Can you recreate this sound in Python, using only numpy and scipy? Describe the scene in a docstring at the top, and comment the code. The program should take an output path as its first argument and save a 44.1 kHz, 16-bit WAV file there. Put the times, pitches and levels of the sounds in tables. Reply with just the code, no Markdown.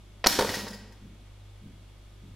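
"""A quiet kitchen hums and hisses faintly. After a quarter of a second a toaster's latch lets go,
and the sprung carriage (the bread holder) knocks upward and slams into its metal stop.
The spring shivers while the toast drops back with hollow thuds and scrapes down the wire guides,
which clink to rest. The room's ring dies away, and three soft, distant thumps follow, like footsteps."""
import sys
import numpy as np
from scipy import signal
from scipy.fft import rfft, irfft, next_fast_len
from scipy.io import wavfile

SR = 44100
rng = np.random.default_rng(int(sys.argv[2]) if len(sys.argv) > 2 else 0)


def pcm_store(signal):
    """Save signal as 16-bit PCM."""
    levels = np.round(np.clip(np.atleast_2d(signal), -1, 1) * 32767)
    wavfile.write(sys.argv[1], SR, levels.astype(np.int16).T)


N = 103635

# Steady tones of the mains hum: (multiple of the mains frequency, level [dB])
HUM_TONES = [(1, -52), (3, -73), (7, -71.5)]
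# The hum's wavering 100 Hz tone: (time [s], level [dB])
HUM_WAVER = [(0, -57.5), (.4, -51.5), (.6, -51.5), (1.15, -57), (1.46, -50), (1.7, -52), (2.0, -57),
             (2.3, -51)]
# Electrical whine: (frequency [Hz], level [dB])
WHINE_TONES = [(544, -91), (592, -79), (1238, -81), (2205, -80), (2853, -85.5), (3316, -78.5), (3490, -85),
               (3570, -83)]

# How long the kitchen rings: (frequency [Hz], time to fade by 60 dB [s])
ROOM_RING = [(200, .8), (600, 1.05), (2000, 0.91), (5000, 0.72), (14000, 0.2)]
# How much left and right differ in hiss, echo and direct sound: (frequency [Hz], gain [dB])
HISS_WIDTH = [(60, -15.5), (110, -12), (200, -6), (380, -6), (700, -5), (1290, -3.5), (2380, -4.5),
              (4400, -2), (8120, 0.5), (15000, 1.5)]
ECHO_WIDTH = [(500, -40), (1400, -32), (2800, -21), (5000, -5), (8500, -1), (15000, -1.5)]
DIRECT_WIDTH = [(2200, -48), (4400, -15), (8000, -10), (15000, -14.5)]

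# When and how hard each hit lands: (time [s], strength [dB])
THUMPS = [(1.004, 0.5), (1.611, 1), (2.209, -2)]
THUDS = [(.3892, -2), (.3932, -2), (.409, -4), (.423, -8), (.447, -11.5), (.492, -21.5), (.668, -19.5)]
BUMPS = [(.295, 2), (.345, 0.5), (.49, 4), (.57, 3), (.63, -0.5), (.705, -2.5)]
CLINKS = [(.491, -1.5), (.5415, -1), (.552, -7.5), (.595, -7.5), (.678, -11), (.731, -16), (.922, -27.5)]
CRUST_TICKS = [(.543, -2), (.597, -7), (.680, -4), (.704, -5), (.731, -9), (.741, -7), (.922, -21)]
LATCH_CLICKS = [(.2417, 0.5), (.2440, -2), (.2475, -8), (.2575, -26)]
KNOCKS = [(.2621, -3), (.2659, -6.5), (.2675, -2.5)]
SLAMS = [(.2700, 0.5)]

# Each sound's colour, its balance of bass and treble: (frequency [Hz], gain [dB])
HISS_COLOUR = [(25, 5), (70, -1.5), (130, -2), (230, -2.5), (330, -7.5), (660, -11), (900, -13),
               (1700, -17.5), (3400, -16), (4800, -22), (11800, -30.5), (16000, -44.5)]
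THUMP_COLOUR = [(40, -6), (90, -6), (140, -5), (200, 0), (270, -8.5), (380, -20), (800, -43), (3000, -56)]
ECHO_COLOUR = [(80, -16), (220, -4), (500, -9.5), (1200, -10), (2500, -8), (5000, -8), (14000, -4)]
THUD_COLOUR = [(50, 15), (140, 11.5), (330, 18.5), (460, 28.5), (750, 16.5), (1500, 12.5), (2500, 5.5),
               (5000, 6), (8000, -6), (15000, -10)]
BUMP_COLOUR = [(50, -2.5), (95, 5.5), (135, 4.5), (190, 11.5), (250, 8.5), (500, -6.5), (2000, -38.5)]
CLINK_COLOUR = [(150, -23), (700, -2), (1600, -2), (2800, -1.5), (5000, -0.5), (6800, -7), (8000, -12.5),
                (10000, -11.5), (15000, -16)]
CRUST_COLOUR = [(1000, -30), (4000, -22), (5100, 0), (6000, -17), (7100, -9.5), (8200, -21), (10500, -16),
                (13000, -29), (15500, -22)]
SHIVER_COLOUR = [(150, -42), (500, -14), (1500, 16.5), (2400, 18), (3400, 9.5), (5300, 10.5), (7500, 5.5),
                 (15000, -5)]
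LATCH_COLOUR = [(100, -5.5), (280, -3), (450, 20.5), (1000, 10), (1800, 8.5), (5200, 4), (6500, -17),
                (15000, -30)]
KNOCK_COLOUR = [(40, -34), (90, 0.5), (150, 13.5), (280, 25.5), (450, 21.5), (1000, 17), (2500, 8),
                (6500, 6), (9000, -4.5), (15000, -20.5)]
SLAM_COLOUR = [(80, 2.6), (350, 13), (600, 15), (1200, 5.7), (2200, 9.1), (3500, 3.5), (4500, 17.1),
               (5800, 15), (7500, 7), (15000, 7)]

# The tones a part rings with when hit: (frequency [Hz], level [dB], time to fade by 60 dB [s])
SHELL_TONES = [(214, -43, 0.35), (400, -30.5, 0.08), (491.6, -28.5, 0.095), (585, -47, 0.12),
               (713, -32, 0.087), (926, -25, 0.1), (1423, -35.5, 0.12)]
WIRE_TONES = [(1580, -37, .15), (1900, -30.5, 0.036), (1913, -33.5, 0.034), (4240, -60, 0.074),
              (5270, -38, 0.073), (5230, -51, 0.069), (5350, -55, .08), (6200, -46, .08)]  # landing() limits these fade times
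CASE_TONES = [(277, -16, .055), (478, -20.5, 0.041), (733, -25.5, .045), (960, -22, 0.069),
              (1180, -35.5, 0.067), (1433, -23, .05), (1860, -22, .035)]
SLAM_TONES = [(294, -32.5, .25), (481, -36, .25), (2285, -39.5, 0.32), (2893, -46.5, 0.24),
              (3892, -42.5, .25), (4350, -7, 0.012), (4620, -41.5, .4), (5080, -32.5, 0.175),
              (5210, -24.5, .1), (5670, -8.5, 0.016)]

TIME = np.arange(N) / SR  # seconds


def undb(db):
    """Turn decibels into a number to multiply by."""
    return 10 ** (np.asarray(db) / 20)


def along(points, hz):
    """Read between the rows of a (frequency, value) table, giving each octave equal room."""
    freqs, values = np.array(points, float).T
    return np.interp(np.log(np.maximum(hz, 1)), np.log(freqs), values)


def colour(x, points):
    """Filter a sound by a (frequency, gain) table."""
    size = 2 * next_fast_len(N)
    gains = undb(along(points, np.arange(size // 2 + 1) * SR / size))
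    cepstrum = irfft(np.log(gains))
    # Folding this onto its first half makes the filter ring only after a hit, never before.
    cepstrum[1:size // 2] *= 2
    cepstrum[size // 2 + 1:] = 0
    return irfft(rfft(x, size) * np.exp(rfft(cepstrum)))[:N]


def fade(seconds):
    """A curve that falls by 60 dB in the given time."""
    return np.exp(-np.minimum(np.log(1000) * TIME / seconds, 100))


def noise(points):
    """Coloured noise with an average (rms) size of 1."""
    x = colour(rng.standard_normal(N), points)
    return x / x.std()


def convolve(x, response):
    """Let every sample of a sound set off a copy of the response."""
    return signal.fftconvolve(x, response)[:N]


def smear(x, fade_s):
    """Spread every sample into a short, dying puff of noise."""
    puff = fade(fade_s) * rng.standard_normal(N)
    return convolve(x, puff / np.linalg.norm(puff))


def stereo(mid, side):
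    """Make left and right from what they share (mid) and how they differ (side)."""
    return np.array([mid + side, mid - side])


def background(mains_hz=50, drift_hz=4, hiss_db=-58.5):
    """Mains hum, a faint electrical whine that drifts in pitch, and room hiss."""
    wavering_db = np.interp(TIME, *np.array(HUM_WAVER).T)
    tones = HUM_TONES + [(2, wavering_db)]
    hum = sum(undb(db) * np.cos(2 * np.pi * multiple * mains_hz * TIME) for multiple, db in tones)
    whine = np.zeros(N)
    for hz, db in WHINE_TONES:
        drift = drift_hz * np.interp(TIME, np.linspace(0, N / SR, 20), rng.standard_normal(20))
        whine += undb(db) * np.sin(2 * np.pi * np.cumsum(hz + drift) / SR)
    hiss = stereo(noise(HISS_COLOUR), colour(noise(HISS_COLOUR), HISS_WIDTH))
    return np.sqrt(2) * (hum + whine) + undb(hiss_db) * hiss


def thumps(rise_s=0.049, level_db=-48.5):
    """Dull, distant thumps: low noise that swells and dies away."""
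    ages = [(np.maximum(TIME - start_s, 0) / rise_s, db) for start_s, db in THUMPS]
    swells = sum(undb(db) * age * np.exp(1 - age) for age, db in ages)
    return undb(level_db) * noise(THUMP_COLOUR) * swells


def kitchen(x, build_s=0.019):
    """Hard walls send back a dense ring of echoes; left and right differ mainly in the treble."""
    hz = np.arange(N // 2 + 1) * SR / N
    build = 1 - np.exp(-TIME / build_s)
    centres_hz = np.geomspace(100, 16000, 8)
    tails = np.zeros((2, N))
    spectra = rfft(rng.standard_normal((2, N)))
    for centre, pick in zip(centres_hz, np.eye(len(centres_hz))):  # each band fades at its own pace
        band = irfft(spectra * along(list(zip(centres_hz, pick)), hz), N)
        envelope = build * fade(along(ROOM_RING, centre))
        tails += band * envelope / np.linalg.norm(envelope)
    reflected = colour(x, ECHO_COLOUR)
    direct_side = colour(smear(x, fade_s=0.008), DIRECT_WIDTH)
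    echo_side = colour(convolve(reflected, tails[1]), ECHO_WIDTH)
    return stereo(x + convolve(reflected, tails[0]), direct_side + echo_side)


def scrape(middle_s=0.539, spread_s=0.058, level_db=-30):
    """Dry crust slides down the wire guides in a short, grainy swell."""
    swell = np.exp(-((TIME - middle_s) / spread_s) ** 2 / 2)
    rubbing = rng.standard_normal(N)
    grain_db = 3 * np.repeat(rng.standard_normal(N // 100 + 1), 100)[:N]  # changes every 100 samples
    return undb(level_db) * colour(swell * rubbing * undb(grain_db), CLINK_COLOUR)


def strike(hits, tint, tones, rattle_s, crack_share, rise_s):
    """Each hit is a sharp crack plus a short rattle, and sets any tones of the part ringing."""
    cracks, rattle = np.zeros(N), np.zeros(N)
    burst = fade(rattle_s) * (1 - np.exp(-TIME / rise_s))
    burst /= np.linalg.norm(burst)
    for start_s, db in hits:
        start = int(start_s * SR)
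        cracks[start] += undb(db)
        rattle[start:] += undb(db) * (burst * rng.standard_normal(N))[:N - start]
    sound = colour(np.sqrt(crack_share) * cracks + np.sqrt(1 - crack_share) * rattle, tint)
    if tones:
        ring = sum(undb(db) * fade(ring_s) * np.sin(2 * np.pi * hz * TIME) for hz, db, ring_s in tones)
        sound += convolve(cracks, ring)
    return sound


def landing(longest_wire_ring_s=0.14):
    """Carriage and toast thud back down; the case bumps, the wire guides clink and the crust ticks."""
    thuds = strike(THUDS, THUD_COLOUR, SHELL_TONES, rattle_s=0.04, crack_share=0.2, rise_s=0.0005)
    bumps = strike(BUMPS, BUMP_COLOUR, [], rattle_s=0.074, crack_share=0.21, rise_s=0.002)
    wires = [(hz, db, min(ring_s, longest_wire_ring_s)) for hz, db, ring_s in WIRE_TONES]
    clinks = strike(CLINKS, CLINK_COLOUR, wires, rattle_s=0.07, crack_share=0.015, rise_s=0.0015)
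    crust = strike(CRUST_TICKS, CRUST_COLOUR, [], rattle_s=0.07, crack_share=0.01, rise_s=0.002)
    return thuds + bumps + clinks + crust


def shiver(start_s=0.2834, rise_s=0.018, fade_s=0.74, ticks_per_s=700, level_db=-17.5):
    """The jolted spring buzzes against the cage in dense, dying ticks."""
    age = np.maximum(TIME - start_s, 0)
    ticks = (rng.random(N) < ticks_per_s / SR) * rng.choice([-1, 1], N)
    strengths = undb(3 * rng.standard_normal(N))  # ticks vary by about 3 dB
    swing = np.minimum(age / rise_s, 1) * np.exp(-np.log(1000) * age / fade_s)
    buzz = smear(ticks * strengths * swing, fade_s=0.0093)
    return undb(level_db) * colour(buzz, SHIVER_COLOUR)


def carriage():
    """The latch clicks open; the carriage knocks the case on its way up and hits the stop."""
    latch = strike(LATCH_CLICKS, LATCH_COLOUR, [], rattle_s=0.032, crack_share=0.05, rise_s=0.00069)
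    knocks = strike(KNOCKS, KNOCK_COLOUR, CASE_TONES, rattle_s=0.041, crack_share=0.5, rise_s=0.000397)
    slam = strike(SLAMS, SLAM_COLOUR, SLAM_TONES, rattle_s=0.032, crack_share=0.5, rise_s=0.0001)
    return latch + knocks + slam


def scene():
    """The toaster rings through the kitchen, over distant thumps, hum and hiss."""
    toaster = carriage() + shiver() + scrape() + landing()
    return kitchen(toaster) + thumps() + background()


def record(dry):
    """Flatten any peaks beyond 0.88, then cut the treble above 15800 Hz."""
    treble_cut = signal.ellip(10, 0.2, 80, 15800, fs=SR, output="sos")
    return signal.sosfilt(treble_cut, np.clip(dry, -0.88, 0.88))


dry = scene()
out = record(dry)
pcm_store(out)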